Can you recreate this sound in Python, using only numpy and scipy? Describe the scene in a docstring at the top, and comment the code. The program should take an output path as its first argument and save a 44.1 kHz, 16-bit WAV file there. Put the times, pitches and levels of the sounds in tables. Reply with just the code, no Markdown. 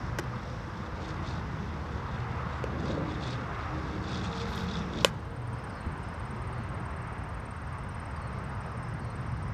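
"""A ball pops into a leather glove close by and feet scuff the grit: long toss on an open dirt field.
Pops and faint leather or lace ticks ring the glove's modes, scrunch and echo off the ground.
A truck drones past, bumps rattling its loose metal; behind it a highway rumbles and roars in noise bands.
A small bird trills in fast, high sine sweeps, another buzzes faintly far away, insects hiss in grass."""
import sys
import numpy as np
from scipy import signal
from scipy.io import wavfile

SR = 44100
rng = np.random.default_rng(int(sys.argv[2]) if len(sys.argv) > 2 else 0)


def to_wav(sig):
    """Store sig (one row per channel, or 1-D mono) as 16-bit WAV at the path in sys.argv[1].

    Samples outside -1..1 are clipped; the rate is SR.
    """
    pcm = np.clip(np.atleast_2d(sig), -1, 1) * 32767
    pcm = np.round(pcm).astype(np.int16)
    wavfile.write(sys.argv[1], SR, pcm.T)  # frames by channels


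N = 420273

# Ball pops, and faint leather or lace ticks just after.
# Each row: start in seconds, level in dB, tilt in dB per octave, palm slap in dB, pitch ratio,
# scrunch level in dB, scrunch length in seconds, scrunch fade in dB.
GLOVE_SOUNDS = [(.1866, -19, -.5, -5, .85, -29, .0125, -9), (2.6403, -11.5, -5, -6, .9, -41, .005, -10),
                (.2385, -44, 0, 0, 1, -54, .004, -6), (5.04690, -1, 0, -1, 1, -31.5, .055, -21),
                (5.0568, -42, 5, 0, 1, -52, .004, -6)]
# Each row: frequency in Hz, relative level in dB, T60 in seconds.
GLOVE_MODES = [(380, -29, .012), (560, -11, .008), (760, -13, .004), (1050, -13, .005), (1400, -22, .006),
               (2100, -29, .003), (3150, -3, .002), (3750, -9, .002), (5100, -11.5, .0018),
               (7400, -11, .0015), (8600, -14, .0013), (10500, -19, .0012), (12800, -22, .001)]
# Each row: frequency in Hz, relative density in dB.
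LEATHER_SPECTRUM = [(180, -29), (330, -3), (700, -6.5), (1900, -4), (2900, -15), (3700, -11), (5200, -19),
                    (7110, -17), (15400, -33)]
POCKET_TOP_HZ, SLAP_BAND_HZ, GLOVE_LOW_HZ = 1800, (2000, 4500), 280
GROUND_ECHO_S, GROUND_ECHO_DB, GROUND_CUT_HZ = .00194, -6, 6000
# Low thuds of the ball in the glove and of footsteps.
# Each row: start in seconds, peak in dB, frequency in Hz, T60 in seconds.
THUDS = [(.189, -32, 355, .045), (9.0, -37, 250, .04), (5.86, -27, 82, .07), (5.862, -30, 225, .04),
         (6.6, -35, 223, .04), (1.6, -34, 202, .06)]

# Each row: peak time in seconds, level in dB.
SHOE_DRAGS = [(4.39, -72), (4.49, -68), (4.515, -65), (4.565, -62), (4.6, -67), (4.64, -70), (5.03, -66)]
# Each row: start in seconds, peak in dB, frequency in Hz.
PEBBLE_TICKS = [(0.8834, -67, 8100), (3.0294, -62, 12500), (4.556, -41, 13200), (4.5604, -35, 9530),
                (4.5714, -46, 10500), (4.5784, -43, 11000), (4.6244, -50, 12000), (4.6428, -45, 11500)]

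# Truck hitting bumps. Each row: peak time in seconds, rattle level in dB, high-mode boost in dB.
JOLTS = [(.52, -59.5, 0), (.8, -60, 0), (1.08, -53, 3), (1.32, -52, 2), (1.94, -58, 0), (2.16, -57.5, 0),
         (2.55, -55, 0), (2.89, -50, 2), (3.12, -52, -2), (3.25, -50, 0), (3.31, -48, 0), (3.64, -60, 0),
         (3.8, -58, 0), (3.92, -57, 0), (4.155, -45.5, 2.5), (4.26, -47.5, 1), (4.4, -46.5, 1),
         (4.57, -47, 1), (4.76, -46.5, 0), (5.0, -47, 0)]
# Loudest metal knocks. Each row: start in seconds, strength in dB.
CLANKS = [(1.103, -44), (1.38, -45), (2.88, -45), (3.11, -45), (3.255, -44), (3.29, -42), (3.325, -43),
          (4.0906, -33), (4.1295, -34), (4.145, -36), (4.17, -36), (4.19, -37), (4.212, -37), (4.2547, -34),
          (4.331, -38), (4.3745, -35), (4.4139, -36), (4.5341, -39), (4.576, -33), (4.606, -38),
          (4.62, -38), (4.698, -37), (4.74, -37), (4.7535, -34), (4.768, -32), (4.9337, -37), (4.9853, -33)]
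# Each row: frequency in Hz, relative level in dB, T60 in seconds.
METAL_MODES = [(2600, -4.5, 0.0095), (3430, -4, 0.016), (3720, -5, 0.016), (4300, -4.5, 0.0078),
               (4910, -5.5, 0.0067), (5630, -9, 0.007), (6670, -6.5, 0.0026), (8100, -7.5, .003)]
MODE_SPLIT_RATIOS, HIGH_MODES_HZ = (.98, 1.03), 4000
RATTLE_IDLE_DB, RATTLE_END_S, RATTLE_BAND_HZ = -63.5, 5.09, (2200, 7370)
CLICKS_PER_S, KNOCKS_PER_S, KNOCK_OVER_RATTLE_DB = 5000, 10, -1
# Each row: start in seconds, length in seconds, pitch in Hz, rms level in dB.
ENGINE_TONES = [(0, .63, 122, -44.5), (2.0, .9, 121, -43), (2.85, 1.1, 122, -41), (3.95, .35, 122, -43),
                (5.3, .35, 120, -42), (6.0, 0.97, 119, -44.5), (8.5, 1.23, 120, -42), (1, 4.3, 74.5, -44.5),
                (3.9, 1.25, 178, -44), (3.9, 1.25, 197, -45), (3.9, 1.45, 223, -50),
                (2.75, .65, 313, -45.5), (2.75, .45, 288, -48), (3.6, .8, 311, -47.5),
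                (4.2, .65, 463, -46.5), (3.7, 1.5, 467, -53), (1.4, 2, 468, -57), (6.2, .9, 390, -56),
                (2.7, .8, 150, -45), (5.1, .65, 463, -55), (0, 1.2, 495, -56), (0.6, .8, 320, -53)]

# Each row: time in seconds, rumble in dB, engine band in dB, tyre roar in dB.
HIGHWAY_LEVELS = [(0.0, -35, -40.5, -45), (0.7, -41, -43.5, -47.5), (1.2, -37, -40.5, -44),
                  (1.7, -40.5, -41, -46.5), (2.5, -38, -42.5, -42.5), (2.95, -39, -33, -44),
                  (3.35, -40.5, -40.5, -44), (3.6, -38, -43, -41), (3.9, -40, -38.5, -45),
                  (4.5, -37.5, -41, -42.5), (5.0, -38.5, -37.5, -45), (5.2, -39.5, -45, -50.5),
                  (5.7, -41.5, -43, -46), (6.2, -37, -43, -46), (7.1, -37.5, -43.5, -44.5),
                  (7.5, -39.5, -45.5, -47), (8.3, -38, -45, -45.5), (9.0, -38.5, -43.5, -46.5),
                  (9.53, -35.5, -43.5, -47)]
# Highway treble. 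Each row: time in seconds, level in dB.
HIGHWAY_HISS = [(0, -62.5), (2.6, -62), (4.5, -60.5), (5.1, -61), (5.3, -64.5), (6.2, -62.5), (7.1, -66),
                (9.53, -65.5)]
# Each row: frequency in Hz, relative density in dB.
TRAFFIC_SPECTRUM = [(12, -42), (20, -30.5), (60, -1), (113, -1.5), (173, -5.5), (285, -14), (636, -16.5),
                    (1080, -16.5), (1780, -20.5), (3160, -36.5), (5220, -41), (7060, -54), (8000, -42),
                    (10400, -79), (17600, -120)]
ROAR_HZ, ROAR_HZ_PER_DB, ROAR_REF_DB = 1114, 28, -44.5  # nearer tyres roar louder and higher
HUMP_WIDTH_HZ, HUMP_DB = 476, -3.5

# One trill note. Each row: time in seconds, pitch in Hz, relative level in dB.
NOTE_SHAPE = [(0, 8440, -12), (.004, 8900, 3), (.008, 8690, -1), (.013, 8200, -1.5), (0.018, 7400, -25)]
# One list per trill, notes evenly spaced between rows. Each row: time in seconds, level in dB.
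TRILLS = [
    [(0.4723, -77), (0.7876, -74)],
    [(5.1372, -70), (5.3622, -62.5), (5.5293, -58.5), (6.3076, -59), (8.1624, -58), (8.9935, -59),
     (9.4789, -59)],
]
# One pitch ratio per trill.
TRILL_PITCH_RATIOS = [.955, 1]
NOTE_PERIOD_S = .0547
# Far bird's held buzzes. Each row: start in seconds, length in seconds, level in dB.
BUZZES = [(5.5, .35, -75), (5.88, .64, -77), (6.8, .6, -82), (7.7, .47, -77), (8.52, .48, -76),
          (9.17, .5, -78)]
# Each row: frequency in Hz, relative level in dB.
BUZZ_PARTIALS = [(5810, -6), (5280, -5), (5130, 0)]
# Far bird's falling phrases. Each row: time in seconds, level in dB.
PHRASES = [(5.73, -71), (6.55, -76), (7.37, -80), (8.19, -72), (9.02, -74)]
# Each row: offset in seconds, length in seconds, pitch in Hz, relative level in dB.
PHRASE_NOTES = [(-.045, .08, 4730, -2), (-.025, 0.13, 4380, 0), (.015, .12, 4190, -1)]

# Each row: time in seconds, level in dB.
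INSECT_LEVELS = [(0, -64), (.6, -65.5), (2.6, -73), (5.0, -62.5), (5.2, -81), (9.53, -69.5)]
INSECT_HZ, INSECT_WIDTH_HZ = 5340, 1070
MIC_HISS_DB, CUTOFF_HZ = -77, 15280


def glove():
    """Each pop or tick rings the glove's modes and scrunches leather; the dirt returns a dull echo."""
    out = np.zeros(N)
    for start_s, hit_db, tilt_db, slap_db, pitch_ratio, scrunch_db, scrunch_s, fade_db in GLOVE_SOUNDS:
        for hz, mode_db, t60_s in GLOVE_MODES:
            in_slap_band = SLAP_BAND_HZ[0] < hz < SLAP_BAND_HZ[1]
            level_db = hit_db + mode_db + tilt_db * np.log2(hz / 560) + slap_db * in_slap_band
            polarity = np.sign(POCKET_TOP_HZ - hz)  # low modes push air out, high ones snap inward
            add(out, start_s, polarity * from_db(level_db) * soft_ring(hz * pitch_ratio, t60_s))
        size = round(scrunch_s * SR)
        spectrum = [(hz, db + tilt_db / 2 * np.log2(hz / 560)) for hz, db in LEATHER_SPECTRUM]
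        leather = noise_bands(spectrum, 295, 12400, flicker_db=2.0, size=size + 2000)[2000:]
        add(out, start_s, leather * from_db(np.linspace(scrunch_db, scrunch_db + fade_db, size)))
    echo = butterworth(out, 1, GROUND_CUT_HZ, "low")
    add(out, GROUND_ECHO_S, from_db(GROUND_ECHO_DB) * echo)
    return butterworth(out, 2, GLOVE_LOW_HZ, "high")  # too small to radiate bass


def thuds():
    """Ball in glove and footsteps: one low, padded mode each."""
    out = np.zeros(N)
    for start_s, peak_db, hz, t60_s in THUDS:
        add(out, start_s, from_db(peak_db) * soft_ring(hz, t60_s))
    return out


def scuffs():
    """Grit hisses under a dragging shoe, pebbles tick."""
    grains = rng.standard_normal(N) * from_db(3 * np.minimum(rng.exponential(1, N), 5))
    grit = rms_one(butterworth(grains, 2, 7000, "high"))
    out = grit * swells(SHOE_DRAGS, rise_db_per_s=600, hold_s=.01, fall_db_per_s=350)
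    for start_s, peak_db, hz in PEBBLE_TICKS:
        add(out, start_s, from_db(peak_db) * ring(signal.unit_impulse(400), hz, t60_s=.0007))
    return out


def truck_rattle():
    """Dense uneven clicks and louder knocks ring loose metal; distance dulls the top."""
    low_jolts = [(s, db) for s, db, _ in JOLTS]
    high_jolts = [(s, db + boost_db) for s, db, boost_db in JOLTS]
    jolt_gains = [swells(rows, rise_db_per_s=150, hold_s=.047, fall_db_per_s=170)
                  for rows in (low_jolts, high_jolts)]
    gains = np.hypot(jolt_gains, from_db(RATTLE_IDLE_DB))
    gate = np.clip((RATTLE_END_S - np.arange(N) / SR) / .011, 0, 1)
    click_db = 3.3 * np.minimum(rng.exponential(1, N), 5) + 2.5 * drift(40)
    clicks = from_db(click_db) * rng.choice([-1, 1], N)
    clicks *= rng.random(N) < CLICKS_PER_S / SR
    knock_samples = np.flatnonzero(gate * (rng.random(N) < KNOCKS_PER_S / SR))
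    lesser_knocks = [(i / SR, 20 * np.log10(gains[0, i]) + KNOCK_OVER_RATTLE_DB) for i in knock_samples]
    blows = np.zeros(N)
    for start_s, strength_db in CLANKS + lesser_knocks:  # each a quick clatter of contacts
        add(blows, start_s, from_db(strength_db - 16) * rng.standard_normal(200) * np.hanning(200))
    struck_mode = rng.integers(0, len(METAL_MODES), N)
    chatter, knocks = np.zeros((2, N)), np.zeros(N)
    for k, (hz, mode_db, t60_s) in enumerate(METAL_MODES):
        pair = sum(ring(clicks * (struck_mode == (k + j) % len(METAL_MODES)), hz * ratio, t60_s)
                   for j, ratio in enumerate(MODE_SPLIT_RATIOS))
        chatter[int(hz > HIGH_MODES_HZ)] += from_db(mode_db) * pair
        knock_db = 3 * mode_db + (6 if k in (1, 2) else 1)  # knocks favour the strongest modes
        knocks += from_db(knock_db) * ring(blows, hz, t60_s)
    rattle = gate * np.sum(gains * rms_one(chatter), axis=0) * np.sqrt(.5)
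    return butterworth(rattle + knocks, 3, RATTLE_BAND_HZ, "band")


def engines():
    """Engines drone in overlapping, slowly wavering tones."""
    return swelling_tones(ENGINE_TONES, flicker_db=2.5, drift_hz=5)


def tyre_roar(level_db):
    """Noise with a resonant hump that moves as vehicles pass."""
    roar = noise_bands(TRAFFIC_SPECTRUM, 626, 2767, flicker_db=.65)
    hump_hz = ROAR_HZ + ROAR_HZ_PER_DB * (level_db - ROAR_REF_DB)
    radius = np.exp(-np.pi * HUMP_WIDTH_HZ / SR)
    zeros = np.array([1, 0, -1]) * (1 - radius ** 2) / 2
    hump, state = np.zeros(N), np.zeros(2)
    for i in range(0, N, 512):
        poles = [1, -2 * radius * np.cos(2 * np.pi * hump_hz[i] / SR), radius ** 2]
        hump[i:i + 512], state = signal.lfilter(zeros, poles, roar[i:i + 512], zi=state)
    return from_db(level_db) * (roar + from_db(HUMP_DB) * hump)


def highway():
    """Traffic noise: tyre roar, rumble, engine band, far hiss."""
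    rumble_db, engine_db, roar_db = per_sample(HIGHWAY_LEVELS)
    hiss_db, = per_sample(HIGHWAY_HISS)
    return (tyre_roar(roar_db)
            + from_db(rumble_db) * noise_bands(TRAFFIC_SPECTRUM, 22.2, 140.3, flicker_db=.5)
            + from_db(engine_db) * noise_bands(TRAFFIC_SPECTRUM, 142.8, 586, flicker_db=2.0)
            + from_db(hiss_db) * noise_bands(TRAFFIC_SPECTRUM, 2780, 9980, flicker_db=.9))


def trilling_bird():
    """One hooked, falling note repeated, slightly different each time."""
    out = np.zeros(N)
    shape_s, shape_hz, shape_db = np.transpose(NOTE_SHAPE)
    top_hz = shape_hz[1]
    for marks, pitch_ratio in zip(TRILLS, TRILL_PITCH_RATIOS):
        mark_s, mark_db = np.transpose(marks)
        mark_index = np.cumsum(np.round(np.diff(mark_s, prepend=mark_s[0]) / NOTE_PERIOD_S))
        jitter = rng.normal(0, 1, (int(mark_index[-1]) + 1, 4))
        for k, (sharp, stretch, late, loud) in enumerate(jitter):
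            t = np.arange(round(shape_s[-1] * SR)) / SR / (1 + .1 * stretch)
            sweep_hz = top_hz + (np.interp(t, shape_s, shape_hz) - top_hz) * (1 + .25 * stretch)
            level_db = np.interp(t, shape_s, shape_db) + np.interp(k, mark_index, mark_db) + 1.6 * loud
            note = tone(sweep_hz * (pitch_ratio + .006 * sharp), level_db)
            start_s = np.interp(k, mark_index, mark_s) - .002 + .0008 * late
            add(out, start_s, note * signal.windows.tukey(len(t), .2))
    return out


def far_bird():
    """Falling notes and held buzzes, roughened by fast flicker."""
    notes = [(s + offset_s, length_s, hz, db + note_db)
             for s, db in PHRASES for offset_s, length_s, hz, note_db in PHRASE_NOTES]
    buzzes = [(s, length_s, hz, db + partial_db)
              for s, length_s, db in BUZZES for hz, partial_db in BUZZ_PARTIALS]
    return swelling_tones(notes + buzzes, flicker_db=3.5, drift_hz=35)


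def among_trees(call, echo_db, t60_s=.3):
    """Leaves and trunks add a short diffuse tail."""
    t = np.arange(SR // 4) / SR
    tail = rng.standard_normal(len(t)) * from_db(-60 * t / t60_s)
    return call + from_db(echo_db) * signal.fftconvolve(call, tail / np.linalg.norm(tail))[:N]


def insects():
    """Many wings blur into one soft band of hiss."""
    level_db, = per_sample(INSECT_LEVELS)
    edges_hz = [INSECT_HZ - INSECT_WIDTH_HZ / 2, INSECT_HZ + INSECT_WIDTH_HZ / 2]
    hiss = butterworth(rng.standard_normal(N), 2, edges_hz, "band")
    return from_db(level_db + 1.6 * drift(4.3)) * rms_one(hiss)


def ring(clicks, hz, t60_s):
    """A unit click rings a decaying sine of height 1."""
    radius, angle = from_db(-60 / (t60_s * SR)), 2 * np.pi * hz / SR
    poles = [1, -2 * radius * np.cos(angle), radius ** 2]
    return signal.lfilter([0, np.sin(angle)], poles, clicks + 1e-18)


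def soft_ring(hz, t60_s):
    """Padded contact: the ring swells, then dies; peak 1."""
    struck = ring(signal.unit_impulse(SR // 10), hz, t60_s)
    padded = ring(struck, hz, t60_s)
    return padded / np.abs(padded).max()


def noise_bands(spectrum, low_hz, high_hz, flicker_db, size=N):
    """Third-octave noise bands, each with its own level and flicker; total rms 1."""
    out, white = 0, rng.standard_normal((2, size))  # neighbouring bands get unrelated noise
    edges_hz = np.geomspace(low_hz, high_hz, round(3 * np.log2(high_hz / low_hz)) + 1)
    hz, level_db = np.transpose(spectrum)
    for k, (low, high) in enumerate(zip(edges_hz, edges_hz[1:])):
        band_db = np.interp(np.log(low * high) / 2, np.log(hz), level_db)
        gain = from_db(band_db + flicker_db * drift(5.6, size))
        out = out + gain * butterworth(white[k % 2], 2, [low, high], "band")
    return rms_one(out)


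def swelling_tones(rows, flicker_db, drift_hz, waver=.004):
    """Tones that fade in and out, drifting in pitch and level."""
    out = np.zeros(N)
    for start_s, length_s, pitch_hz, rms_db in rows:
        size = round(length_s * SR)
        hz = pitch_hz * (1 + waver * drift(drift_hz, size))
        level_db = rms_db + flicker_db * drift(drift_hz, size)
        add(out, start_s, np.sqrt(2) * signal.windows.tukey(size, .5) * tone(hz, level_db))
    return out


def tone(hz, level_db):
    """Sine with per-sample pitch and level."""
    return from_db(level_db) * np.sin(np.cumsum(2 * np.pi * hz / SR) + 2 * np.pi * rng.random())


def swells(rows, rise_db_per_s, hold_s, fall_db_per_s):
    """Gain that climbs to each peak, holds and sinks; powers add."""
    t = np.arange(0, N + 40, 40) / SR
    power = 0
    for peak_s, peak_db in rows:
        slope_db_per_s = np.where(t < peak_s, rise_db_per_s, fall_db_per_s)
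        outside_hold_s = np.maximum(np.abs(t - peak_s) - hold_s / 2, 0)
        power += from_db(peak_db - slope_db_per_s * outside_hold_s) ** 2
    return np.interp(np.arange(N) / SR, t, np.sqrt(power))


def drift(rate_hz, size=N):
    """Slow noise of rms 1: two low-pass poles, one step per 40 samples."""
    pole = np.exp(-2 * np.pi * rate_hz * 40 / SR)
    white = rng.standard_normal(size // 40 + 2002)
    slow = signal.lfilter([1], [1, -2 * pole, pole ** 2], white)[2000:]
    return np.interp(np.arange(size) / 40, np.arange(len(slow)), rms_one(slow))


def per_sample(rows):
    """A curve table's columns, interpolated per sample."""
    times_s, *columns = np.transpose(rows)
    return [np.interp(np.arange(N) / SR, times_s, column) for column in columns]


def butterworth(x, order, edges_hz, kind):
    return signal.sosfilt(signal.butter(order, edges_hz, kind, fs=SR, output="sos"), x)


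def from_db(db):
    return 10 ** (np.asarray(db) / 20)


def rms_one(x):
    return x / np.sqrt(np.mean(x ** 2) + 1e-20)


def add(out, start_s, sound):
    at = min(round(start_s * SR), N)
    out[at:at + len(sound)] += sound[:N - at]


def scene():
    """All sources, mono."""
    drone = engines()
    birds = among_trees(far_bird(), echo_db=-4) + among_trees(trilling_bird(), echo_db=-14)
    traffic = highway() + drone + truck_rattle()
    return (glove() + thuds() + scuffs() + traffic + birds + insects())[None]


def record(dry):
    """Faint microphone hiss, then a steep low-pass."""
    hiss = from_db(MIC_HISS_DB) * rng.standard_normal(dry.shape)
    return signal.sosfilt(signal.ellip(10, .5, 70, CUTOFF_HZ, fs=SR, output="sos"), dry + hiss)


dry = scene()
out = record(dry)
to_wav(out)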